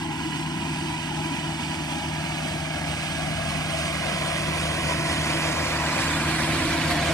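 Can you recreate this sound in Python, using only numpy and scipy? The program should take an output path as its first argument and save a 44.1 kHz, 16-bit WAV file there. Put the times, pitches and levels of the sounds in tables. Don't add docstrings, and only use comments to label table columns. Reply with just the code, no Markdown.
import sys
import numpy as np
from scipy import signal
from scipy.fft import rfft, irfft, next_fast_len
from scipy.io import wavfile
from scipy.ndimage import map_coordinates

SR = 44100
rng = np.random.default_rng(int(sys.argv[2]) if len(sys.argv) > 2 else 0)


def waveform_to_disk(signal):
    frames = np.transpose(np.atleast_2d(signal))
    scaled = np.clip(frames, -1, 1) * 32767
    samples = np.round(scaled).astype(np.int16)
    wavfile.write(sys.argv[1], SR, samples)


N = 314433
TIME = np.arange(N) / SR


def exhaust(cycle):
    # cycle_multiple, level_db
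    firing_orders = [(8, -0.5), (10, -13), (11, -23.5), (12, -22), (18, -17)]
    # cycle_multiple, level_db
    shake_orders = [(2, -26), (4, -4.5)]
    # pitch_hz, relative density_db per Hz
    gas_spectrum = [(10, -22), (22, -13), (32, -18), (50, -4), (68, 0.5), (85, 6), (110, 3.5), (150, -1),
                    (200, -8), (400, -65)]
    crest_s, period_s, swell_db = 1.5, 0.93, 1
    swell = np.cos(2 * np.pi * (TIME - crest_s) / period_s)
    drone = tones(cycle, firing_orders) * undb(swell_db * swell)
    rumble = undb(-3.0) * colour(noise(), gas_spectrum) + tones(cycle, shake_orders)
    return drone * nearing(close_db=-32, loss_db=2.3) + rumble * nearing(close_db=-32.5, loss_db=5.35)


def hood(cycle):
    # pitch_hz, relative density_db per Hz
    bay_spectrum = [(20, -55), (100, -10), (150, 2.5), (185, 2.5), (212, -1), (245, 4), (300, 6), (340, 4),
                    (385, -6.5), (460, -11), (900, -71), (4000, -80)]
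    vents_s, open_s, vents_db = 7.2, 0.61, 1
    knocks = clatter(cycle, ring_s=0.021, scatter_db=9.5, fresh=0.97)
    boom = colour(noise() + undb(-10) * knocks, bay_spectrum)
    return boom * nearing(close_db=-34.5, loss_db=0.13) * undb(vents_db * ramp(TIME, vents_s, open_s))


def clatter(cycle, ring_s, scatter_db, fresh, slop=.0012, count=8):
    age = TIME[:2 ** 12]
    rings = rng.standard_normal((count, len(age)))
    decay = np.exp(-age / ring_s)
    loose = cycle + slop * drift(70)
    blow = np.floor(count * loose).astype(int)
    out = np.zeros(N + len(age))
    force = undb(scatter_db * rng.standard_normal(2 ** 12))
    starts = np.flatnonzero(np.diff(blow) > 0)
    for i, size in zip(starts, force):
        ring = rings[blow[i] % count] + fresh * rng.standard_normal(len(age))
        out[i:i + len(age)] += size * decay * ring
    return unit(out[:N])


def grille(cycle):
    # pitch_hz, relative density_db per Hz
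    roar_spectrum = [(25, -54), (200, -10), (420, -4.5), (530, 3.5), (660, 3.5), (830, 2), (940, 3),
                     (1090, 2), (1250, 1), (1600, 1.5), (2050, 2), (2400, 3), (2620, 2), (2900, -20),
                     (3500, -6), (5000, -10), (12000, -29)]
    # cycle_multiple, level_db (before their wavering gain)
    gear_orders = [(23, -22), (30, -20), (32, -16), (36, -15.5), (45, -18), (54, -14.5), (59, -24),
                   (60, -43), (62, -48), (68, -19), (75, -32), (152, -21)]
    # pitch_hz, relative density_db per Hz
    hiss_spectrum = [(1500, -30), (3200, 8.5), (4000, -2), (4700, 1.5), (5500, -2), (7000, -2),
                     (8000, -0.5), (9400, -2), (10800, -11.5), (12500, -16.5), (15000, -40)]
    # pitch_hz, relative density_db per Hz
    ring_spectrum = [(1700, -44), (2150, -8), (2330, 3), (2600, -0.5), (2780, 1), (2950, -2.5),
                     (3150, -2.5), (3600, -42)]
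    beam_s, beam_spread_s, beam_db = 4, 1, 2
    turn_s, turn_spread_s, turn_db = 6.55, 0.5, -2.5
    knocks = undb(-3.5) * clatter(cycle, ring_s=0.006, scatter_db=1.5, fresh=0.9)
    gears = tones(cycle, gear_orders) * undb(-5.0 + 1.0 * drift(23))
    roar = colour(noise() + knocks, roar_spectrum) + gears
    firing = np.cos(2 * np.pi * 4 * cycle)
    hiss = colour(noise(), hiss_spectrum) * nearing(close_db=-32.5, loss_db=4.2)
    beam = undb(beam_db * bell(beam_s, beam_spread_s))
    ring = colour(noise(), ring_spectrum) * nearing(close_db=-38, loss_db=0.48) * beam
    gust = drift(24)
    whine = fan() * nearing(close_db=-31.5, loss_db=1.55)
    treble = (hiss + ring) * (1 + .11 * firing) * undb(0.49 * gust + 0.82 * drift(10))
    wash = roar * nearing(close_db=-25.5, loss_db=6.12) * undb(0.5 * gust)
    facing = undb(turn_db * ramp(TIME, turn_s, turn_spread_s))
    return (wash + treble) * facing + whine


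def fan(blade_hz=326.1, skirt_hz=38, wander=0.048):
    # blade_multiple, line_db, turbulent skirt_db
    blade_tones = [(1, -6.5, -20), (2, -20, -19), (3, -16, -13.5), (5, -28, -16), (6, -26, -17.5),
                   (9, -24, -13.5)]
    turn = blade_hz * TIME + wander * drift(2.92)
    out = 0
    for k, line_db, skirt_db in blade_tones:
        skirt = drift(skirt_hz) + 1j * drift(skirt_hz)
        size = undb(line_db) * np.sqrt(2) + undb(skirt_db) * skirt
        out = out + np.real(size * np.exp(2j * np.pi * (round(k) * turn + rng.random())))
    return out


def gear_whine(cycle, order=85, wobble=0.088):
    swell_s, spread_s, swell_db = 2.7, 0.75, 7
    phase = order * cycle + wobble * drift(5)
    line = np.sqrt(2) * np.sin(2 * np.pi * phase)
    return line * nearing(close_db=-54, loss_db=3.9) * undb(swell_db * bell(swell_s, spread_s))


def hydraulics(pump_hz=248):
    phase = pump_hz * TIME + 0.19 * drift(4.03)
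    return np.sqrt(2) * np.sin(2 * np.pi * phase) * nearing(close_db=-54, loss_db=.5)


def swelling_bands():
    # peak_s, spread_s, pitch_hz, width_hz, level_db at the peak
    bands = [(.1, 0.052, 845, 71.4, -41), (.3, 0.53, 2840, 310, -46), (.6, 0.9, 1025, 60, -50),
             (.8, 1.75, 862, 200, -49.5), (1.15, .088, 844, 50, -44), (1.99, 0.071, 830, 30, -41.5),
             (2.2, .35, 344.4, 89, -43.5), (3.0, 0.83, 1647, 80, -46), (3.2, 0.63, 760, 130, -49.5),
             (3.701, 1.4, 193.7, 30, -42), (4.03, 0.12, 2140, 120, -43.5), (4.1, 1.15, 662.4, 32, -43.5),
             (4.68, 0.039, 667, 45, -32), (4.7, 0.13, 516, 18, -45), (5.2, 0.41, 657, 45, -40),
             (5.3, 1.4, 1933, 170, -42), (5.4, 1.1, 5000, 680, -53), (5.9, .7, 4220, 290, -51),
             (6.05, 0.076, 545, 19, -37.5), (6.2, 0.25, 1553, 300, -39), (6.5, 0.59, 2300, 350, -40.5),
             (6.5, 1, 253.2, 60, -36), (6.95, 0.39, 318, 60, -35), (6.95, 0.39, 681, 70, -34.5)]
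    out = np.zeros(N)
    for s, spread_s, hz, width_hz, db in bands:
        on = np.abs(TIME - s) < np.pi * spread_s
        swing = (drift(width_hz) + 1j * drift(width_hz))[on]
        flutter = unit(np.sqrt(np.abs(swing)))
        band = np.sqrt(2) * flutter * np.cos(2 * np.pi * hz * TIME[on] + np.angle(swing))
        out[on] += band * undb(db) * bell(s, spread_s, TIME[on])
    return out


def tyres(cracks_per_s=9000, spread_db=-1.0):
    # pitch_hz, relative density_db per Hz
    stone_spectrum = [(300, -35), (1500, 3.5), (2900, -1), (4500, 2.5), (5500, -20), (8000, -8),
                      (10500, -8), (15000, -28)]
    uncover_s, open_s, uncover_db = 6, 0.14, 12
    burst_s, burst_spread_s, burst_db = 6.91, 0.034, 7
    struck = rng.random(N) < cracks_per_s / SR
    cracks = struck * np.sign(noise()) * undb(spread_db * noise())
    gain_db = uncover_db * ramp(TIME, uncover_s, open_s) + burst_db * bell(burst_s, burst_spread_s)
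    return colour(cracks, stone_spectrum) * nearing(close_db=-47.5, loss_db=2.1) * undb(gain_db)


def buffets():
    # peak_s, spread_s, level_db at the peak
    thuds = [(3.36, 0.11, -49), (5.02, 0.11, -48), (6.25, .25, -49), (6.65, 0.055, -40)]
    # pitch_hz, relative density_db per Hz
    buffet_spectrum = [(12, -22), (28, -9), (45, 3), (62, -2), (82, 10), (115, -36)]
    low_noise = colour(noise(), buffet_spectrum)
    return low_noise * sum(undb(db) * bell(s, spread_s) for s, spread_s, db in thuds)


def outdoors(machine, size=1024):
    # pitch_hz, left minus right far_db, the same close_db, left lead_rad,
    # scattered share_db (before a boost by decorrelation), extra share_db beside the flank
    ports_table = [(30, -2, 3, .02, -27, 0), (99, 0.5, 1, 0.19, -19, -4), (332, 0, -1, 0.6, -23, 11),
                   (430, .5, -5, 1.34, -11, 3), (517, 4, 10, 2.23, -13.5, 5),
                   (695, 12.5, 0.5, 1.06, -13, 5), (900, 4.5, 10, 0.51, -15, 8),
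                   (1160, 3.5, 0, 1.3, -14, -1), (1640, -3.5, -0.5, 0.69, -11, 2),
                   (2010, -24.5, -6, 0.67, -8.5, 2), (2410, -6.5, -13.5, 2.9, -17.5, 3),
                   (2670, -11.5, -9.5, 3.1, -15, 23), (3050, -13.5, 0, 4.37, -4, 8),
                   (3920, 5, -4.5, 4.86, -1, 7), (4670, -3, -6, 6.07, -7, 15), (5230, 0, -3, 7, -4, 6),
                   (6300, -5.5, 1.5, 7.8, -5, 9), (7080, 0, -1, 9.7, -9.5, 14),
                   (8430, -6.5, 1, 14.3, 4, -1), (10000, 11.5, 2, 16.6, -14, 15),
                   (10700, 11, 8, 14.2, 7, 8), (12500, 3, 3, 15.6, 6, 13)]
    frames = dict(fs=SR, nperseg=size, noverlap=3 * size // 4)
    hz, s, direct = signal.stft(machine, **frames)
    _, aside = position(s)
    hz = hz[:, None]
    far_db, close_db, lead, share_db, flank_db = over_pitch(ports_table, hz)
    balance_db = far_db + (close_db - far_db) * ramp(s, 4.9, 1.1)
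    share = undb(share_db + flank_db * ramp(s, 5.8, 0.41))
    comb = bounces(hz, s)
    ports = []
    for side in (1, -1):
        wander = hz / 1400
        steps = np.cumsum(rng.standard_normal(direct.shape), axis=1)
        phase = 2 * np.pi * rng.random(hz.shape) + wander * steps
        scattered = (2 - .5 * np.exp(-wander ** 2 / 2)) * direct * np.exp(1j * phase)
        shade = np.sqrt(2 / (1 + undb(-2 * side * balance_db)))
        lagged = direct * np.exp(.5j * side * lead * aside)
        heard = (lagged + share * scattered) / np.sqrt(1 + share ** 2)
        ports.append(signal.istft(heard * comb * shade, **frames)[1][:N])
    return np.array(ports)


def bounces(hz, s):
    # pitch_hz, road_db, chassis_db (both scaled by strengths below)
    reflections = [(119, -11, -41), (300, 3.5, -20), (520, -2, 3), (1040, -5.5, 8.5), (1530, -36, -10),
                   (2260, -53, 0), (3460, -10, -26), (6000, -40, -30)]
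    road_db, chassis_db = over_pitch(reflections, hz)
    distance, _ = position(s)
    grazing = ramp(distance, 7.34, 1.2)
    road_hz = 190 + 27.2 * (distance - MISS_M)
    steep_strength, grazing_strength = 0.12, 0.48
    road = steep_strength + (grazing_strength - steep_strength) * grazing
    comb = 1 + road * undb(road_db) * np.exp(-1j * np.pi * hz / road_hz)
    chassis_hz = np.hypot(407, 24.8 * distance)
    chassis = 0.018 * distance * undb(chassis_db)
    comb = comb - chassis * np.exp(-2j * np.pi * hz / chassis_hz)
    null_hz, null_width_hz = 1454 * (distance / MISS_M) ** 0.297, 70
    null_db = -4.5 * grazing - 1 * bell(4, 1, s)
    comb = comb * undb(null_db * bell(null_hz, null_width_hz, hz))
    hollow_db = -2.2 * bell(5.7, 0.35, s)
    return comb * undb(hollow_db * bell(3150, 680, hz))


SPEED_M_S, PASSES_S, MISS_M = 2.325, 7.26, 4.5


def position(at):
    along = SPEED_M_S * (PASSES_S - at)
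    distance = np.hypot(along, MISS_M)
    return distance, along / distance


def nearing(close_db, loss_db, at=TIME):
    distance, _ = position(at)
    return undb(close_db - loss_db * np.log2(distance / MISS_M))


def undb(db):
    return 10 ** (np.asarray(db) / 20)


def unit(x):
    return x / np.sqrt(np.mean(x ** 2))


def over_pitch(table, hz):
    points, *columns = np.transpose(table)
    log_hz = np.log(np.maximum(hz, 1))
    return [np.interp(log_hz, np.log(points), column) for column in columns]


def colour(x, spectrum):
    size = next_fast_len(N)
    db, = over_pitch(spectrum, np.arange(size // 2 + 1) * SR / size)
    return unit(irfft(rfft(x, size) * undb(db), size)[:N])


def noise():
    return rng.standard_normal(N)


def drift(rate):
    coarse = TIME[::2 ** 5]
    path = map_coordinates(rng.standard_normal(2 ** 12), [coarse * rate + 1], order=3, mode="wrap")
    return unit(np.interp(TIME, coarse, path))


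def tones(cycle, orders):
    out = 0
    for k, db in orders:
        phase = round(k) * cycle + rng.random()
        out = out + undb(db) * np.sqrt(2) * np.sin(2 * np.pi * phase)
    return out


def ramp(x, middle, width):
    return .5 + .5 * np.tanh((x - middle) / width)


def bell(peak, spread, at=TIME):
    return np.exp(-((at - peak) / spread) ** 2)


def surges(table):
    return undb(sum(db * bell(s, spread_s) for s, spread_s, db in table))


def scene():
    # peak_s, spread_s, change_db
    low_swells = [(1.21, 0.068, 2.5), (2.9, 0.02, 3), (3.28, 0.054, 3.5), (3.43, 0.024, 0),
                  (4.21, 0.028, 1), (4.49, 0.014, 5.5), (4.9, 0.083, 2), (5.2, .04, 3), (6.09, 0.12, -1.5)]
    # peak_s, spread_s, change_db
    rasps = [(3.85, 0.067, 1), (4.08, 0.1, 1), (6.03, 0.039, 1)]
    cycle = 19.396 * TIME + .005 * drift(1.2) + .0008 * drift(12)
    engine = (exhaust(cycle) + hood(cycle)) * surges(low_swells)
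    engine = engine + grille(cycle) * surges(rasps)
    engine = engine + gear_whine(cycle) + hydraulics()
    return outdoors(engine + swelling_bands() + tyres() + buffets())


def record(dry, top_hz=15200):
    low_pass = signal.ellip(10, .2, 80, top_hz, fs=SR, output="sos")
    return signal.sosfilt(low_pass, dry)


dry = scene()
out = record(dry)
waveform_to_disk(out)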